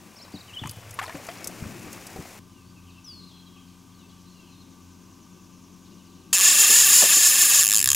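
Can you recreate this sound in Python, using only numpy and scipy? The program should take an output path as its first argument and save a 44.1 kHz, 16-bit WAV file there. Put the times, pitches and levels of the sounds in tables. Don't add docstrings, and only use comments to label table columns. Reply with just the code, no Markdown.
import sys
import numpy as np
from scipy import signal
from scipy.fft import rfft, irfft, next_fast_len
from scipy.io import wavfile
from scipy.ndimage import map_coordinates

SR = 44100
rng = np.random.default_rng(int(sys.argv[2]) if len(sys.argv) > 2 else 0)


def dump(signal):
    limited = np.clip(np.atleast_2d(signal).T, -1, 1)
    pcm = np.round(limited * 32767).astype(np.int16)
    wavfile.write(sys.argv[1], SR, pcm)


N = 350595
TIME = np.arange(N) / SR
QUIET_FROM_S, STRIKE_S = 2.392, 6.328
TEETH_PER_TURN, CRUISE_TEETH_PER_S = 12, 300
SIDE = np.array([[1], [-1]])


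# resonance in Hz, width in Hz, relative gain in dB.
FRAME_MODES = [(280, 1270, -16), (1160, 102, -3.5), (1712, 118, 2), (2700, 234, 2.5), (3244, 130, 1),
               (3610, 510, -2)]
PAWL_MODES = [(7000, 780, 22.3), (7600, 360, 9), (5360, 360, 13)]
SPRING_MODES = [(9260, 320, -0.5), (10830, 900, 1), (13750, 580, -1.5), (15100, 820, -9)]

def reel():
    teeth_per_s, ring_db = spool()
    teeth_per_s = teeth_per_s * (1 + .015 * drift(60) * teeth_per_s / CRUISE_TEETH_PER_S)
    passed = np.cumsum(teeth_per_s) / SR
    turns = (passed - passed[-1] + .15) / TEETH_PER_TURN
    blows = pawl_blows(teeth_per_s, turns) * (TIME >= STRIKE_S)
    on_frame = rattle(blows, teeth_per_s, chatter=.4, chatter_t60=.011, scatter_db=-10, hiss_db=-11)
    on_pawl = rattle(blows, teeth_per_s, chatter=1.5, chatter_t60=.010, scatter_db=-8, hiss_db=0)
    on_spring = rattle(blows, teeth_per_s, chatter=2, chatter_t60=.007, scatter_db=-7, hiss_db=3)
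    frame_db = run_level(teeth_per_s, cruise_db=-25.5, db_per_doubling=2.56, db_per_s=-.1)
    pawl_db = run_level(teeth_per_s, cruise_db=-18.5, db_per_doubling=1.84, db_per_s=-.23)
    spring_db = run_level(teeth_per_s, cruise_db=-23.5, db_per_doubling=1.33, db_per_s=2.06)
    frame_db += 1.5 * drift(25) - .18 * ring_db
    frame = reel_part(off_centre_ring(on_frame, FRAME_MODES, turns, swing=.012, rock_db=4.5), frame_db)
    pawl = reel_part(off_centre_ring(on_pawl, PAWL_MODES, turns, swing=.022, rock_db=1), pawl_db + ring_db)
    sizzle = reel_part(resonate(on_spring, SPRING_MODES), spring_db + 1.3 * drift(30))
    clicker = frame + pawl + sizzle
    treble = resonate(clicker, [(8700, 1560, -14.5)])
    return clicker + np.roll(treble, 1) * SIDE


# time in seconds, ratchet teeth per second.
SPOOL_DRAW = [(6.329, 196), (6.38, 175), (6.54, 288), (6.87, 358), (7.1, 302), (7.49, 245), (7.66, 100),
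              (7.85, 63), (7.95, 56)]
# middle and length in seconds, extra teeth per second, extra pawl ring in dB.
FISH_TUGS = [(6.328, 0.1, 68.5, 2.5), (6.478, 0.14, 132, 3), (6.611, .1, 144, 3), (6.779, 0.2, 154, 3),
             (6.98, 0.19, 157, 3.5), (7.165, 0.11, 106, 2.5), (7.259, .13, 84, 3.5),
             (7.419, .114, 116, 1.5), (7.577, .145, 142, 4), (7.759, .15, 31, 3), (7.901, .08, 14.5, 3)]

def spool():
    s, draw = np.transpose(SPOOL_DRAW)
    teeth_per_s, ring_db = np.exp(np.interp(TIME, s, np.log(draw))), 0
    for middle, length, extra, db in FISH_TUGS:
        swell = np.cos(np.pi * np.clip((TIME - middle) / length, -.5, .5))
        teeth_per_s += extra * swell
        ring_db += db * swell
    return teeth_per_s, ring_db


def pawl_blows(teeth_per_s, turns, jitter_s=.00003, uneven_db=.9, wobble_db=-.96, wobble_teeth=.06):
    wobble = np.sin(2 * np.pi * turns)
    drops = np.flatnonzero(np.diff(np.ceil(turns * TEETH_PER_TURN + wobble_teeth * wobble)))
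    late, hard = rng.standard_normal((len(drops), 2)).T
    strength = from_db(uneven_db * hard + wobble_db * wobble[drops]) * np.sqrt(SR / teeth_per_s[drops])
    blows = np.zeros(N)
    blows[np.clip(drops + (late * jitter_s * SR).astype(int), 0, N - 1)] = strength
    return blows


def rattle(blows, teeth_per_s, chatter, chatter_t60, scatter_db, hiss_db):
    t = TIME[:SR // 25]
    bounce = (dying(t, chatter_t60) - dying(t, chatter_t60 / 4)) ** 2
    scatter = dying(t, .045) ** 2
    after_blow = chatter ** 2 * bounce / bounce.sum() + from_db(scatter_db) ** 2 * scatter / scatter.sum()
    power = signal.fftconvolve(blows ** 2, after_blow)[:N]
    hiss = from_db(hiss_db) * teeth_per_s / teeth_per_s.max() * (TIME >= STRIKE_S)
    return blows + np.sqrt(np.abs(power) + hiss ** 2) * rng.standard_normal(N)


def off_centre_ring(force, modes, turns, swing, rock_db, sectors=4):
    sector, out = np.floor(turns * sectors) % sectors, 0
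    for k in range(sectors):
        angle = 2 * np.pi * k / sectors
        shifted = [(hz * (1 + swing * np.sin(angle)), width, db + rock_db * np.cos(angle + 2 * j))
                   for j, (hz, width, db) in enumerate(modes)]
        out += resonate(force * (sector == k), shifted)
    return out


def run_level(teeth_per_s, cruise_db, db_per_doubling, db_per_s):
    doublings = np.log2(teeth_per_s / CRUISE_TEETH_PER_S)
    return cruise_db + db_per_doubling * doublings + db_per_s * np.maximum(TIME - STRIKE_S, 0)


# delay in seconds, gain in dB.
BOAT_REFLECTIONS = [(.0074, -17)]

def reel_part(sound, level_db):
    for delay, db in BOAT_REFLECTIONS:
        sound = sound + from_db(db) * np.pad(sound, (int(delay * SR), 0))[:N]
    return from_db(level_db) * sound / np.std(sound[TIME > STRIKE_S])


# start in seconds, level in dB, centre in Hz.
ROD_KNOCKS = [(6.694, -28, 260), (7.02, -19, 480), (7.165, -28, 280)]

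def rod_knocks(t60=.099):
    out, t = np.zeros(N), TIME[:SR // 8]
    for s, db, hz in ROD_KNOCKS:
        push = rng.standard_normal(len(t)) * (dying(t, t60) - dying(t, t60 / 4))
        thud = resonate(resonate(push, [(hz, hz, 0)]), [(hz, 1.2 * hz, 0)])
        add(out, s, from_db(db) * thud / np.abs(thud).max())
    return out


# start in seconds, level in dB, main bubble in Hz.
HAND_PLOPS = [(0.636, -27, 850), (0.657, -28, 985), (0.989, -16, 1073), (0.994, -23, 1116),
              (1.014, -25.5, 747), (1.031, -25, 2370), (1.04, -27.5, 950), (1.079, -28.5, 623),
              (1.094, -27.5, 970), (1.152, -30.5, 520), (1.287, -24, 660)]

def splashes():
    slaps, bubbles, t = np.zeros(N), np.zeros(N), TIME[:SR // 10]
    slap_shape = dying(t, .038) - dying(t, .0053)
    for s, db, hz in HAND_PLOPS:
        add(slaps, s, from_db(db - 6) * rng.standard_normal(len(t)) * slap_shape)
        add(bubbles, s, from_db(db - 5) * bubble(hz, cycles=58, rise=.16))
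        for late, high, weak in rng.random((3, 3)):
            stray = bubble(650 * 5.6 ** high, cycles=34, rise=.098)
            add(bubbles, s + .034 * late, from_db(db - 3 - 22 * weak) * stray)
    return bubbles + resonate(slaps, [(1040, 360, 12.7), (2120, 1100, 10.3)])


def spray(droplets=9, mean_fall_s=.032):
    out = np.zeros(N)
    for s, db, _ in HAND_PLOPS:
        for late, high, weak in rng.random((droplets, 3)):
            droplet = bubble(4000 * 3.2 ** high, cycles=29, rise=.087)
            add(out, s - mean_fall_s * np.log(1 - late), from_db(db - 12 - 10 * weak) * droplet)
    return out


def bubble(hz, cycles, rise):
    t60 = cycles / hz
    t = TIME[:int(t60 * SR) + 2]
    return np.sin(2 * np.pi * hz * t * (1 + rise * t / t60)) * dying(t, t60)


# start in seconds, level in dB, centre in Hz.
SHARP_TICKS = [(0.6728, -26, 6600), (0.694, -22.5, 4700), (0.711, -25, 10400), (0.9084, -29, 6250),
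               (0.941, -29, 9600), (1.038, -29.5, 6650), (1.267, -32, 6400), (1.4433, -20.5, 5460),
               (1.4727, -17.5, 6440), (1.929, -27.5, 6290), (2.0683, -27, 5250)]

def ticks():
    out, t = np.zeros(N), TIME[:SR // 25]
    for s, db, hz in SHARP_TICKS:
        burst = rng.standard_normal(len(t)) * dying(t, .031)
        snap = resonate(burst, [(hz, 1500, 0), (11000, 6000, -7)])
        add(out, s, from_db(db - 2) * snap / np.abs(snap).max())
    return out


# time in seconds, water level in dB, jacket level in dB.
STIR_LEVELS = [(0.0, -56.5, -65.5), (1.01, -49.5, -60.5), (1.21, -45, -56.5), (2.24, -47.5, -57),
               (2.38, -50.5, -57)]
# frequency in Hz, relative level in dB.
WASH_SPECTRUM = [(200, -2.5), (400, -3.5), (720, -2.5), (1300, -6.5), (2550, -5), (3300, -18), (6000, -16)]
JACKET_SPECTRUM = [(2200, -4), (3000, 0), (4200, -2), (6800, 2.5), (8900, -2), (16000, -6.5)]

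def stirring():
    water_db, jacket_db = in_time(STIR_LEVELS)
    water = from_db(water_db - 1 + 1.04 * drift(90)) * noise(WASH_SPECTRUM)
    jacket = from_db(jacket_db + 6 + 1.5 * drift(250)) * noise(JACKET_SPECTRUM)
    return (water + jacket) * (TIME < QUIET_FROM_S)


def slosh(bubbles_per_s=70):
    out = np.zeros(N)
    times, water_db, _ = np.transpose(STIR_LEVELS)
    for when, high, weight in rng.random((int(bubbles_per_s * QUIET_FROM_S), 3)):
        s = when * QUIET_FROM_S
        db = np.interp(s, times, water_db) + 2 + 10 * weight ** 3
        add(out, s, from_db(db) * bubble(450 * 6 ** high, cycles=14, rise=.081))
    return out


# start in seconds, level in dB, centre in Hz.
HULL_BUMPS = [(0.339, -31, 285), (0.613, -29.5, 105), (0.649, -31, 136), (0.692, -36, 112),
              (0.769, -39, 117), (1.144, -28.5, 285), (1.623, -27, 118), (1.654, -29.5, 91.5),
              (1.86, -35, 267), (2.16, -30.5, 354), (2.189, -28.5, 267.6)]
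# frequency in Hz, relative level in dB.
HULL_MODES = [(88, 9.5), (112, 6.5), (146, 5.5), (185, 4), (238, 1.5), (290, 6), (365, 1.5), (470, -2.5),
              (610, -3.5), (760, 2.5)]

def hull_bumps():
    out, t = np.zeros(N), TIME[:SR // 4]
    hz, mode_db = np.transpose(HULL_MODES)
    for s, db, centre_hz in HULL_BUMPS:
        uneven, polarity = rng.standard_normal((2, len(hz)))
        octaves_off = np.abs(np.log2(hz / centre_hz))
        gains = from_db(mode_db + 4.2 * uneven - 7.3 * octaves_off) * np.sign(polarity)
        thud = gains @ np.sin(2 * np.pi * np.outer(hz, t)) * dying(t, .098) * (1 - dying(t, .011))
        add(out, s, from_db(db + 1.5) * thud / np.abs(thud).max())
    return out


# time in seconds, rumble level in dB, gurgle level in dB.
LAPPING_LEVELS = [(0.0, -68.5, -54.5), (0.91, -50, -66), (1.22, -61, -55), (1.66, -51, -44),
                  (2.57, -61, -58), (6.2, -67, -55), (6.75, -58, -49.5), (7.55, -61, -52),
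                  (7.95, -43.5, -52)]
# frequency in Hz, relative level in dB.
RUMBLE_SPECTRUM = [(20, 4), (45, -7.5), (64, -20), (85, 9.5), (115, 12.5), (150, -4.5), (220, -23)]
GURGLE_SPECTRUM = [(130, -11), (190, 2.5), (255, -3.5), (350, -3), (460, -16.5), (700, -23.5)]

def lapping():
    rumble_db, gurgle_db = in_time(LAPPING_LEVELS)
    lumps_db = 1.5 * drift(14)
    rumble = from_db(rumble_db + 3 + .5 * drift(23)) * wide_noise(RUMBLE_SPECTRUM, width=.095)
    gurgle = from_db(gurgle_db + lumps_db) * wide_noise(GURGLE_SPECTRUM, width=.17)
    return pan(rumble, .4) + pan(gurgle, 5.9)


# multiple of the rotation rate, level in dB.
HUM_ORDERS = [(.5, -70), (1, -59.5), (2, -55.5), (3, -61)]
# frequency in Hz, level in dB.
GEAR_WHINE = [(772, -80.5), (900, -85.5), (1029, -77.5), (1158, -73), (1543, -88)]
# resonance in Hz, width in Hz, relative gain in dB.
HOUSING_MODES = [(938, 220, -1), (1190, 107, 2), (1536, 85, -2)]

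def motor(rotation_hz=88.9, away_db=-8):
    clock = TIME + np.cumsum(.003135 * drift(5)) / SR

    def tone(hz, db, waver_db):
        return np.sqrt(2) * from_db(db + waver_db * drift(7)) * np.sin(2 * np.pi * hz * clock)

    hum = sum(pan(tone(order * rotation_hz, db, 1.34), 6 if order > 1 else 0) for order, db in HUM_ORDERS)
    whine = sum(tone(hz, db, 3) for hz, db in GEAR_WHINE)
    housing = resonate(resonate(rng.standard_normal(N), HOUSING_MODES), HOUSING_MODES)
    whirr = from_db(-64) * rms_one(housing)
    away = (TIME < QUIET_FROM_S) | (TIME > STRIKE_S)
    return hum * from_db(away_db * away) + pan(whine + whirr, 5.2)


# start and length in seconds, level in dB, first and last pitch in Hz,
# warble as a share of the pitch.
BIRD_NOTES = [(.15, 0.12, -50, 4900, 4650, 0.16), (.317, 0.11, -49.5, 4250, 4280, 0.13),
              (.477, .045, -49, 3150, 2500, 0), (.525, 0.082, -41, 2850, 3395, .07),
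              (.6, .04, -49, 3600, 2510, 0.018), (2.49, 0.16, -66.5, 3180, 2480, 0),
              (2.627, 0.091, -64, 4260, 4730, 0.0066), (2.924, .1, -63.5, 2800, 2620, 0.012),
              (3.272, 0.38, -65, 3290, 3250, 0.012), (3.982, .09, -65.5, 3060, 2480, 0.032),
              (4.33, 0.16, -66, 2940, 2480, 0.0093), (4.44, 0.21, -66, 4160, 4200, 0.0023)]

def birds():
    song = np.zeros(N)
    for s, length, db, start_hz, end_hz, warble in BIRD_NOTES:
        add(song, s, from_db(db) * bird_note(length, start_hz, end_hz, warble))
    add(song, 3.04, long_whistle())
    song *= from_db(3.3 * drift(70))
    far = trill() + chorus()
    woods = .6 * tail(far, t60=.06) + tail(.8 * far + .4 * song, t60=1)
    return pan(song + woods, 2.2)


def bird_note(length, start_hz, end_hz, warble=0, warble_hz=19.3):
    t = TIME[:int(length * SR)]
    hz = np.linspace(start_hz, end_hz, len(t)) * (1 - warble * np.cos(2 * np.pi * warble_hz * t))
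    return np.sqrt(2) * signal.windows.tukey(len(t), .4) * np.sin(2 * np.pi * np.cumsum(hz) / SR)


def long_whistle(length_s=.39, top_hz=6230, end_hz=4100, fall_s=.056, fade_s=.13, edge_s=.0091):
    t = TIME[:int(length_s * SR)]
    hz = end_hz + (top_hz - end_hz) * np.exp(-t / fall_s)
    phase = 2 * np.pi * np.cumsum(hz) / SR
    edges = np.minimum(np.minimum(t, t[::-1]) / edge_s, 1)
    level = from_db(-45.5) * edges * (np.exp(-(t / fade_s) ** 2) + from_db(-15))
    tone = np.sin(phase) + from_db(-23) * np.sin(2 * phase) + from_db(-27) * np.sin(3 * phase)
    return np.sqrt(2) * level * tone


# time in seconds, level in dB.
TRILL_LEVELS = [(3.3, -78), (3.7, -62), (5.4, -54.5), (6.3, -59)]

def trill(start_s=3.263, notes_per_s=9.8):
    progress = np.minimum((TIME - start_s) * notes_per_s % 1 / .5, 1)
    hz = 7600 - 2900 * progress
    level = from_db(in_time(TRILL_LEVELS)[0]) * np.sin(np.pi * progress) * (TIME > start_s)
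    return level * np.sin(2 * np.pi * np.cumsum(hz) / SR)


# start and end in seconds, level in dB.
CHORUS_BOUTS = [(2.703, 3.699, -58.5), (3.85, 4.599, -61), (4.702, 5.75, -70.5), (5.798, 6.251, -64.5)]

def chorus(notes=13):
    song = np.zeros(N)
    for start, end, db in CHORUS_BOUTS:
        for k, (when, high, slur, length, weak) in enumerate(rng.random((notes, 5))):
            s = start + (end - start) * (k + when) / notes
            end_hz = 2250 * 1.9 ** high
            note = bird_note(.02437 + .03495 * length, end_hz * (1.05 + .71 * slur), end_hz)
            add(song, s, from_db(db - 3 * weak) * note)
    return song


# frequency in Hz, relative level in dB.
AIR_SPECTRUM = [(450, -11.5), (800, -8), (1900, -13.5), (2700, -7), (4000, -10.5), (6200, -7.5),
                (8600, -13.5), (16000, -19)]

def air():
    return from_db(-60) * wide_noise(AIR_SPECTRUM, width=.1)


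def from_db(db):
    return 10 ** (np.asarray(db) / 20)


def rms_one(x):
    return x / np.sqrt(np.mean(x ** 2) + 1e-20)


def in_time(rows):
    s, *columns = np.transpose(rows)
    return [np.interp(TIME, s, column) for column in columns]


def add(out, s, sound):
    at = int(np.clip(round(s * SR), 0, N - 1))
    out[at:at + len(sound)] += sound[:N - at]


def drift(knots_per_s):
    knots = rng.standard_normal(4000)
    return rms_one(map_coordinates(knots, [TIME * knots_per_s], order=1, mode="wrap"))


def noise(spectrum):
    hz, db = np.transpose(spectrum)
    size = next_fast_len(N, True)
    log_hz = np.log(np.fft.rfftfreq(size, 1 / SR) + 1)
    gain = from_db(np.interp(log_hz, np.log(hz), db, left=-90, right=-90))
    return rms_one(irfft(rfft(rng.standard_normal(size)) * gain, size)[:N])


def wide_noise(spectrum, width):
    return noise(spectrum) + width * noise(spectrum) * SIDE


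def resonate(x, modes):
    out = 0
    for k, (hz, width, db) in enumerate(modes):
        r = np.exp(-np.pi * width / SR)
        poles = [1, -2 * r * np.cos(2 * np.pi * hz / SR), r * r]
        out += (-1) ** k * from_db(db) * (1 - r * r) / 2 * signal.lfilter([1, 0, -1], poles, x + 1e-18)
    return out


def dying(t, t60):
    return np.exp(-np.log(1000) * t / t60)


def tail(x, t60):
    t = TIME[:int(t60 * SR) + 2]
    response = rng.standard_normal(len(t)) * dying(t, t60)
    return signal.fftconvolve(x, response / np.linalg.norm(response))[:N]


def pan(x, left_db):
    return x * from_db([[left_db / 2], [-left_db / 2]])


def scene():
    handling = splashes() + spray() + slosh() + ticks() + stirring() + hull_bumps() + rod_knocks()
    return reel() + pan(handling, 2.5) + lapping() + motor() + birds() + air()


def record(dry):
    ceiling, cutoff_hz = .8, 15750
    rounded = dry / (1 + (dry / ceiling) ** 6) ** (1 / 6)
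    return signal.sosfilt(signal.ellip(12, .1, 80, cutoff_hz, fs=SR, output="sos"), rounded)


dry = scene()
out = record(dry)
dump(out)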